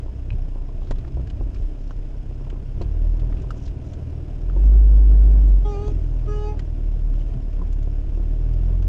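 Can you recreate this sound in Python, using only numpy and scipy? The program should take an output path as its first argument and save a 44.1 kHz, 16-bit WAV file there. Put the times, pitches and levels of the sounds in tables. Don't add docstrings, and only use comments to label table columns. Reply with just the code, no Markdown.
import sys
import numpy as np
from scipy import signal
from scipy.fft import rfft, irfft, next_fast_len
from scipy.io import wavfile

SR = 44100
rng = np.random.default_rng(int(sys.argv[2]) if len(sys.argv) > 2 else 0)


def dump_mix(stems):
    frames = np.atleast_2d(stems).T
    limited = np.clip(frames, -1, 1)
    pcm = np.round(limited * 32767).astype(np.int16)
    wavfile.write(sys.argv[1], SR, pcm)


N = 391608
TIME = np.arange(N) / SR

# f/Hz, level/dB, t60/s
BRACKET = [(786, -1, 0.011), (910, -3.5, 0.034), (1007, -1.5, 0.03)]


def engine_tones(turns, firing_hz, jitter_turns=.003, waver_db=.5, uneven_db=3, drone_share=.25):
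    # t/s, level/dB
    throb = [(0, -46.5), (.37, -23), (.9, -27), (1.15, -45), (1.6, -26.5), (2.6, -30.5), (3.02, -17),
             (3.35, -23), (3.55, -31), (3.85, -50), (4.2, -37), (4.5, -20), (4.67, -9), (5.55, -11),
             (5.78, -26), (6.15, -19.5), (6.45, -24), (6.65, -25.5), (7.1, -17.5), (7.42, -27),
             (7.75, -19.5), (8.05, -24), (8.35, -19), (8.75, -18)]
    chug = [(0, -34), (.35, -32), (.7, -48), (1, -40), (1.15, -26.5), (1.38, -30), (1.55, -47),
            (1.85, -46.5), (2.6, -36), (2.76, -39), (2.92, -28), (3.35, -34), (3.6, -40.5), (4.02, -31),
            (4.28, -36), (4.52, -33.5), (4.65, -40), (5.5, -42), (5.85, -29.5), (6.15, -32.5), (6.38, -29),
            (6.9, -34), (7.45, -34.5), (7.65, -31), (8.3, -31.5), (8.75, -27)]
    drone = [(0, -37.5), (.4, -45), (.75, -61), (1.05, -42.5), (1.38, -38), (1.6, -46), (2.35, -44),
             (3.1, -39.5), (3.28, -34.5), (3.7, -39.5), (4.05, -35), (4.4, -41.5), (4.8, -51.5), (5.6, -41),
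             (5.9, -42.5), (6.2, -34), (6.5, -40), (7.2, -39.5), (7.6, -45), (7.9, -37), (8.2, -42),
             (8.55, -31.5), (8.8, -43)]
    hum = [(0, -49), (.7, -45), (1.15, -34.5), (1.8, -57), (2.1, -51), (2.33, -40), (2.65, -40),
           (2.92, -53.5), (4.4, -52.5), (5.25, -47), (5.64, -47.5), (6.4, -54.5), (7.8, -51.5), (8.4, -51),
           (8.7, -40.5)]
    # multiple of the firing rate, level/dB re weak_db
    overtones = [(.5, -4), (1.5, -4), (2.5, -13), (3.5, -11.5), (5, -17), (6, -19.5), (7, -19.5),
                 (8, -23.5), (9, -21)]
    throb_db, chug_db, drone_db, hum_db = (curves(rows)[0] for rows in (throb, chug, drone, hum))
    out = np.zeros(N)
    turns = turns + jitter_turns * wander(6.6)
    for k, db in enumerate([throb_db, chug_db, drone_db, hum_db], 1):
        out -= gain_of(db + k * waver_db * wander(9)) * np.cos(2 * np.pi * k * turns)
    weak_db = -38.5 * (1 - drone_share) + drone_share * drone_db
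    for order, db in overtones:
        cab_mode_db = 7 * peak(order * firing_hz, centre_hz=272.3, width_hz=10)
        line_db = weak_db + db + cab_mode_db + uneven_db * wander(6)
        out += gain_of(line_db) * np.cos(2 * np.pi * (order * turns + rng.random()))
    return np.sqrt(2) * out


def running_noise(turns, firing_hz, cruise_hz=36.85, strain_hz=45.3, strain_width_hz=2.9):
    # centre t/s, length/s, extra shake/dB
    ruts = [(0.336, 0.2, 8.5), (1.003, 1, 5), (1.5, 0.6, 6), (2.84, 0.21, 11.5), (3.363, 0.56, 5.5),
            (3.677, 0.13, -2), (4.6, 0.39, -0.5), (5.275, 0.19, 4), (5.919, 0.4, 7.5), (7.306, 0.23, 4.5),
            (8.201, 0.5, 4)]
    # f/Hz, relative density/dB
    shake_spectrum = [(6, -23.5), (14, -6.5), (25, -1.5), (45, 0.5), (65, -8), (95, -8.5), (150, -33.5),
                      (400, -85.5)]
    rumble_spectrum = [(20, -24), (50, -9.5), (85, 3.5), (135, 11.5), (175, 3), (220, -1.5), (272, 4),
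                       (350, -0.5), (400, -3), (470, -16), (700, -37.5), (1500, -62)]
    roar_spectrum = [(150, -25), (350, -2.5), (450, 7.5), (530, 1.5), (610, 6), (780, -2.5), (870, -7),
                     (980, -6), (1120, -11.5), (1600, -14), (2200, -25), (5000, -38), (9000, -52),
                     (15000, -77)]
    clatter_spectrum = [(500, -9.5), (1400, 1.5), (2000, 1.5), (2700, 4.5), (3200, 1), (3900, -5),
                        (4800, -6.5), (5100, -3.5), (6000, -7.5), (7000, -10), (8200, -13.5), (11000, -20),
                        (13500, -34), (16000, -42.5)]
    ruts_db = sum(db * swell(s, length) for s, length, db in ruts)
    rev_octaves = np.log2(firing_hz / cruise_hz)
    strain_db = 3 / (1 + np.exp((strain_hz - firing_hz) / strain_width_hz))
    load_db = 8.5 * rev_octaves + strain_db + .56 * ruts_db
    jolts_db = 1.34 * wander(22)
    roar_db = -51.5 + 5.5 * rev_octaves + strain_db + .15 * ruts_db + jolts_db
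    firing = np.cos(2 * np.pi * turns)
    pulse = 1 + .13 * firing
    deep, low, mid, high = rng.standard_normal((4, N))
    grit = gain_of(2 * wander(150))
    shake = colour(deep, shake_spectrum) * gain_of(-33.5 + ruts_db)
    rumble = colour(low * (1 + .21 * firing), rumble_spectrum) * gain_of(-41 + load_db + jolts_db / 2)
    roar = colour(mid * pulse, roar_spectrum) * gain_of(roar_db)
    clatter = colour(high * pulse * grit, clatter_spectrum) * gain_of(-63.5 + .37 * load_db)
    return shake + rumble + roar + clatter


def horn(attack_s=.015, release_s=.1, rise_hz_per_s=19, bite_db=10, sheen_db=6.5, width_hz=300):
    # t/s, length/s, start f/Hz, level/dB, pitch sag/Hz, 2nd harmonic lift at start/dB, at end/dB
    toots = [(5.644, 0.33, 414, -35, 14, 7.5, -7), (6.27, 0.32, 417, -35, 1, -11, 15)]
    # f/Hz, relative level/dB
    spectrum = [(418, 0.5), (836, -11), (1250, -12), (1650, -30.5), (2080, -33.5), (2500, -33.5),
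                (2920, -36), (3350, -35.5), (3760, -39), (4150, -42.5), (4600, -37), (5000, -40),
                (5450, -44.5), (5880, -36.5), (6300, -40.5), (6700, -40), (7600, -48), (9000, -53.5)]
    # t/s, centre f/Hz
    bite = [(5.685, 3410), (5.71, 2466), (5.8, 2390), (5.83, 3190), (6.2, 3250), (6.27, 1620), (6.34, 1620),
            (6.36, 2820), (6.42, 3105), (6.46, 2950), (6.5, 2520)]
    sheen = [(5.65, 3700), (5.7, 6270), (5.745, 4400), (5.8, 5800), (5.88, 6190), (6.3, 5850), (6.37, 5947),
             (6.4, 5050), (6.46, 4620)]
    out = np.zeros(N)
    for s, length, start_hz, level_db, sag_hz, first_db, last_db in toots:
        t = np.arange(0, length, 1 / SR)
        sag = np.exp(-((t - .124) / .045) ** 2)
        hz = start_hz + rise_hz_per_s * t - sag_hz * sag
        flutter = (.0055 + .0058 * sag * sag_hz / 20) * wander(210, t)
        turns = np.cumsum(hz * (1 + flutter)) / SR
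        (bite_hz,), (sheen_hz,) = curves(bite, s + t), curves(sheen, s + t)
        shifts_db = [0, first_db + (last_db - first_db) * t / length, -22 * t]
        shifts_db += [7 * np.tanh(wander(15, t)) for _ in range(18)]
        tone = np.zeros(len(t))
        for k, shift_db in enumerate(shifts_db, 1):
            lift_db = bite_db * peak(k * hz, bite_hz, width_hz)
            lift_db += sheen_db * peak(k * hz, sheen_hz, width_hz)
            harmonic_db = spectrum_db(spectrum, k * hz) + shift_db + lift_db
            tone += gain_of(harmonic_db) * np.cos(2 * np.pi * (k * turns + rng.random()))
        attack = np.minimum(t / attack_s, 1)
        release = np.minimum((length - t) / release_s, 1) ** 2
        add(out, s, np.sqrt(2) * gain_of(level_db) * attack * release * tone)
    return out


def body_bumps(overtone_ratio=1.55, overtone_db=-11):
    # t/s, level/dB, f/Hz, rise/s
    bumps = [(0.324, -20, 114, 0.0064), (0.897, -18.5, 29.3, 0.027), (0.957, -26, 103.6, 0.01),
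             (1.41, -17.5, 41.1, 0.032), (1.61, -20.5, 37.7, 0.029), (2.764, -24.5, 113.4, 0.0096),
             (3.671, -21, 45, 0.016), (7.346, -23, 127.9, 0.011), (7.58, -35, 173.8, 0.03)]
    out, t = np.zeros(N), TIME[:SR // 3]
    for s, db, hz, rise_s in bumps:
        phase = 2 * np.pi * hz * t
        swing = np.sin(phase) + gain_of(overtone_db) * np.sin(overtone_ratio * phase)
        envelope = t / rise_s * np.exp(1 - t / rise_s)
        add(out, s, gain_of(db) * envelope * swing)
    return out


def trim_knocks():
    # t/s, thud peak/dB, ring peak/dB
    knocks = [(0.061, -28.5, -43), (0.32, -35, -45), (0.558, -29, -42), (0.688, -33, -43.5),
              (0.909, -17.5, -34), (0.914, -27, -31.5), (1.076, -32, -44), (1.171, -26, -41),
              (1.196, -25.5, -40), (1.409, -27, -36), (2.311, -31, -50), (2.41, -33, -44),
              (2.467, -33, -43), (2.528, -29, -47), (2.557, -35, -44), (2.812, -22, -37), (2.818, -28, -36),
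              (3.232, -32, -46), (3.441, -33, -41), (4.5635, -24, -39), (4.569, -30.5, -37.5),
              (5.882, -21, -39), (7.617, -27, -35.5), (7.874, -26.5, -44.5), (8.174, -27.5, -51),
              (8.197, -28, -47), (8.699, -31, -49)]
    # f/Hz, level/dB, t60/s
    panel = [(353, 5.5, 0.05), (414, 2.5, 0.05), (532, 10.5, 0.014), (698, -7, 0.05)]
    thuds = struck([(s, db) for s, db, _ in knocks], panel, contact_s=.0042, chatter=.039, soft_hz=840)
    rings = struck([(s, db) for s, _, db in knocks], BRACKET, contact_s=.0067, chatter=.1, soft_hz=1240)
    return thuds + rings


def plastic_clacks():
    # t/s, peak/dB
    clacks = [(1.9086, -31.5), (3.5058, -28), (3.511, -34.5), (4.4978, -38), (6.5928, -40)]
    # f/Hz, level/dB, t60/s
    modes = [(1260, 2, 0.042), (1350, 5.5, 0.02), (1500, 1, 0.028), (2840, -1, 0.014)]
    return struck(clacks, modes, contact_s=.0036, chatter=.068, soft_hz=4000)


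def metal_clinks():
    # t/s, peak/dB
    clinks = [(0.3045, -29.5), (0.3185, -46), (0.3295, -44), (0.386, -52), (3.3695, -45), (3.4006, -49)]
    # f/Hz, level/dB, t60/s
    modes = [(1670, -17, 0.018), (2520, -5, 0.024), (2600, -4, 0.021), (2840, -10, 0.018),
             (3900, -12, 0.013)]
    return struck(clinks, modes, contact_s=.003, chatter=.069, soft_hz=4500)


def dry_cracks(rise_s=.0014, decay_s=.0064):
    # t/s, peak/dB, tilt/(dB/octave), ring f/Hz
    cracks = [(0.87, -44.5, -2, 4300), (0.9081, -32.5, 3, 1910), (0.957, -46.5, 0, 3400),
              (0.984, -48, 3, 4500), (1.0455, -43.5, -6, 1900), (1.078, -49.5, 2, 5000),
              (1.2714, -43.5, 1.5, 1700), (1.299, -41.5, 3.5, 3070), (1.544, -43.5, 2, 5200),
              (1.5596, -44.5, -4, 2500), (1.908, -48, 3, 6500), (2.499, -41.5, 1.5, 3030),
              (2.814, -34.5, 3.5, 4465), (2.82, -43, 1, 4400), (3.1955, -46, 2, 3513),
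              (3.3235, -40.5, -7, 2000), (3.418, -49, 5, 6770), (3.5051, -43.5, 12, 4993),
              (3.659, -47, 5, 4307), (3.6765, -44, 2, 3900), (3.933, -44, 3.5, 6985),
              (5.481, -52.5, 11.5, 8500), (5.877, -42, 8.5, 3270), (6.5922, -35.5, 2.5, 1917),
              (7.1355, -45, -2.5, 5487), (7.215, -51, 0, 2994), (7.334, -50, -1, 3002),
              (7.528, -47.5, 0, 2504), (7.7253, -48, 7, 6495), (7.8268, -49.5, 4, 6593),
              (8.535, -52, 7, 5000), (8.8234, -43.5, 0.5, 6000)]
    # f/Hz, relative density/dB
    crack_spectrum = [(500, -20), (1100, 16.5), (1900, 7.5), (2600, 7.5), (4300, 2.5), (5600, -3),
                      (7300, -6), (8300, -18.5), (11000, -30), (16000, -57.5)]
    out, t = np.zeros(N), TIME[:SR // 12]
    envelope = (1 - np.exp(-t / rise_s)) * np.exp(-t / decay_s)
    for s, db, tilt, ring_hz in cracks:
        spectrum = ringing(crack_spectrum, ring_hz, .081 * ring_hz, lift_db=9, db_per_octave=tilt)
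        burst = colour(rng.standard_normal(len(t)), spectrum) * envelope
        add(out, s, gain_of(db) * burst / abs(burst).max())
    return out


def bracket_rattles(gap_s=.016, spread_db=3):
    # t/s, length/s, mean tap peak/dB
    spells = [(0.07, 0.037, -46), (0.432, 0.035, -48), (0.507, .11, -48), (0.809, .04, -43),
              (2.386, 0.21, -49), (7.572, 0.063, -42)]
    taps = []
    for s, length, db in spells:
        gaps, sizes = rng.random((2, 30))
        delays_s = np.cumsum(gap_s * (.5 + gaps))
        peaks_db = db + spread_db * (2 * sizes - 1)
        taps += [(s + delay, tap_db) for delay, tap_db in zip(delays_s, peaks_db) if delay < length]
    return struck(taps, BRACKET, contact_s=.0049, chatter=.1, soft_hz=1200)


def brush(grain_db=3, ticks_per_s=70, tick_decay_s=.0015, undergrowth_db=-80):
    # t/s, length/s, level/dB, ring f/Hz
    branches = [(0.755, 0.23, -67, 3700), (1.546, 0.093, -67, 5000), (1.752, 0.2, -68.5, 5100),
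                (3.302, 0.16, -68.5, 2880), (3.496, 0.17, -67, 6200), (3.601, 0.1, -62, 5600),
                (3.647, 0.048, -60.5, 4600), (3.8, 0.19, -69, 6000), (4.615, 0.086, -70, 6100),
                (5.85, 0.43, -75, 5998), (7.077, 0.28, -67.5, 2998)]
    # f/Hz, relative density/dB
    leaf_spectrum = [(1200, -21.5), (3000, 4.5), (4500, -2), (6000, 1.5), (7400, -2), (8500, -16.5),
                     (12000, -30.5), (16000, -42.5)]
    stem_hits = rng.random(N) < ticks_per_s / SR
    stem_db = 5 + 2 * np.minimum(rng.exponential(1, N), 4)
    ticks = signal.lfilter([1], [1, -np.exp(-1 / (tick_decay_s * SR))], stem_hits * gain_of(stem_db))
    friction = rng.standard_normal(N) * (gain_of(grain_db * wander(110)) + ticks)
    out = gain_of(undergrowth_db) * colour(friction, leaf_spectrum)
    for s, length, db, ring_hz in branches:
        spectrum = ringing(leaf_spectrum, ring_hz, .22 * ring_hz, lift_db=10)
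        stroke = colour(friction[int(s * SR):][:int(length * SR)], spectrum)
        add(out, s, gain_of(db) * np.hanning(len(stroke)) * stroke)
    return out


def electronics(pip_hz=5550, pip_db=-64.5, period_s=.25, width_s=.004):
    # f/Hz, level/dB, phase waver/rad
    whines = [(5040, -81, 2.1), (5060, -82.5, 2.9), (6560, -85.5, .5)]
    whine = sum(gain_of(db) * np.sin(2 * np.pi * hz * TIME + rad * wander(40)) for hz, db, rad in whines)
    from_pip_s = (TIME - .045) % period_s - period_s / 2
    pip = np.exp(-(from_pip_s / width_s) ** 2) * np.sin(2 * np.pi * pip_hz * TIME)
    return np.sqrt(2) * whine + gain_of(pip_db) * pip


def struck(blows, modes, contact_s, chatter, soft_hz):
    out, t = np.zeros(N), TIME[:SR // 8]
    ring = sum(gain_of(db - 60 * t / t60) * np.sin(2 * np.pi * hz * t) for hz, db, t60 in modes)
    ring = signal.sosfilt(signal.butter(3, soft_hz, fs=SR, output="sos"), ring)
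    for s, peak_db in blows:
        force = chatter * rng.standard_normal(len(t)) * np.exp(-t / contact_s)
        force[0] += 1
        blow = signal.fftconvolve(force, ring)[:len(t)]
        add(out, s, gain_of(peak_db) * blow / abs(blow).max())
    return out


def gain_of(db):
    return 10 ** (np.asarray(db) / 20)


def spectrum_db(spectrum, hz):
    f, db = np.transpose(spectrum)
    return np.interp(np.log(hz + 1), np.log(f + 1), db)


def curves(rows, t=TIME):
    s, *columns = np.transpose(rows)
    return [np.interp(t, s, c) for c in columns]


def add(mix, start_s, sound):
    part = mix[max(round(start_s * SR), 0):][:len(sound)]
    part += sound[:len(part)]


def colour(x, spectrum):
    size = next_fast_len(len(x))
    gains = gain_of(spectrum_db(spectrum, np.fft.rfftfreq(size, 1 / SR)))
    shaped = irfft(rfft(x, size) * gains, size)[:len(x)]
    return shaped / np.sqrt(np.mean(shaped ** 2) + 1e-20)


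def peak(hz, centre_hz, width_hz):
    return 1 / (1 + ((hz - centre_hz) / width_hz) ** 2)


def ringing(spectrum, centre_hz, width_hz, lift_db, db_per_octave=0):
    hz = np.geomspace(500, 16000, 200)
    db = spectrum_db(spectrum, hz) + lift_db * peak(hz, centre_hz, width_hz)
    return np.transpose([hz, db + db_per_octave * np.log2(hz)])


def wander(hz, t=TIME):
    steps = rng.standard_normal(4096)
    return np.interp((t - t[0]) * 2 * hz, np.arange(len(steps)), steps)


def swell(centre_s, length_s):
    return np.cos(np.pi * np.clip((TIME - centre_s) / length_s, -.5, .5)) ** 2


def scene():
    # t/s, firing rate/Hz
    revs = [(0, 31.13), (.75, 29.87), (1.15, 31.34), (1.48, 30.34), (1.62, 32.57), (1.9, 33.05),
            (2.72, 32.95), (2.92, 38.4), (3.22, 40.54), (3.8, 39.43), (4.3, 38.5), (4.44, 40.02),
            (4.64, 49.54), (4.76, 50.7), (5.05, 49.9), (5.42, 49.66), (5.6, 44.67), (5.78, 41.33),
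            (6.15, 40.03), (6.4, 39.04), (7, 37.34), (7.5, 36.14), (7.95, 35.74), (8.25, 37.27),
            (8.66, 42.3), (8.88, 43.4)]
    firing_hz, = curves(revs)
    turns = np.cumsum(firing_hz) / SR
    cab = engine_tones(turns, firing_hz) + running_noise(turns, firing_hz) + body_bumps()
    cab += brush() + dry_cracks() + trim_knocks() + bracket_rattles() + electronics()
    cab += plastic_clacks() + metal_clinks() + horn()
    return cab[None]


def record(dry):
    lowpass = signal.firwin(511, 15700, window=("kaiser", 9), fs=SR)
    return signal.oaconvolve(dry, lowpass[None], "same")


dry = scene()
out = record(dry)
dump_mix(out)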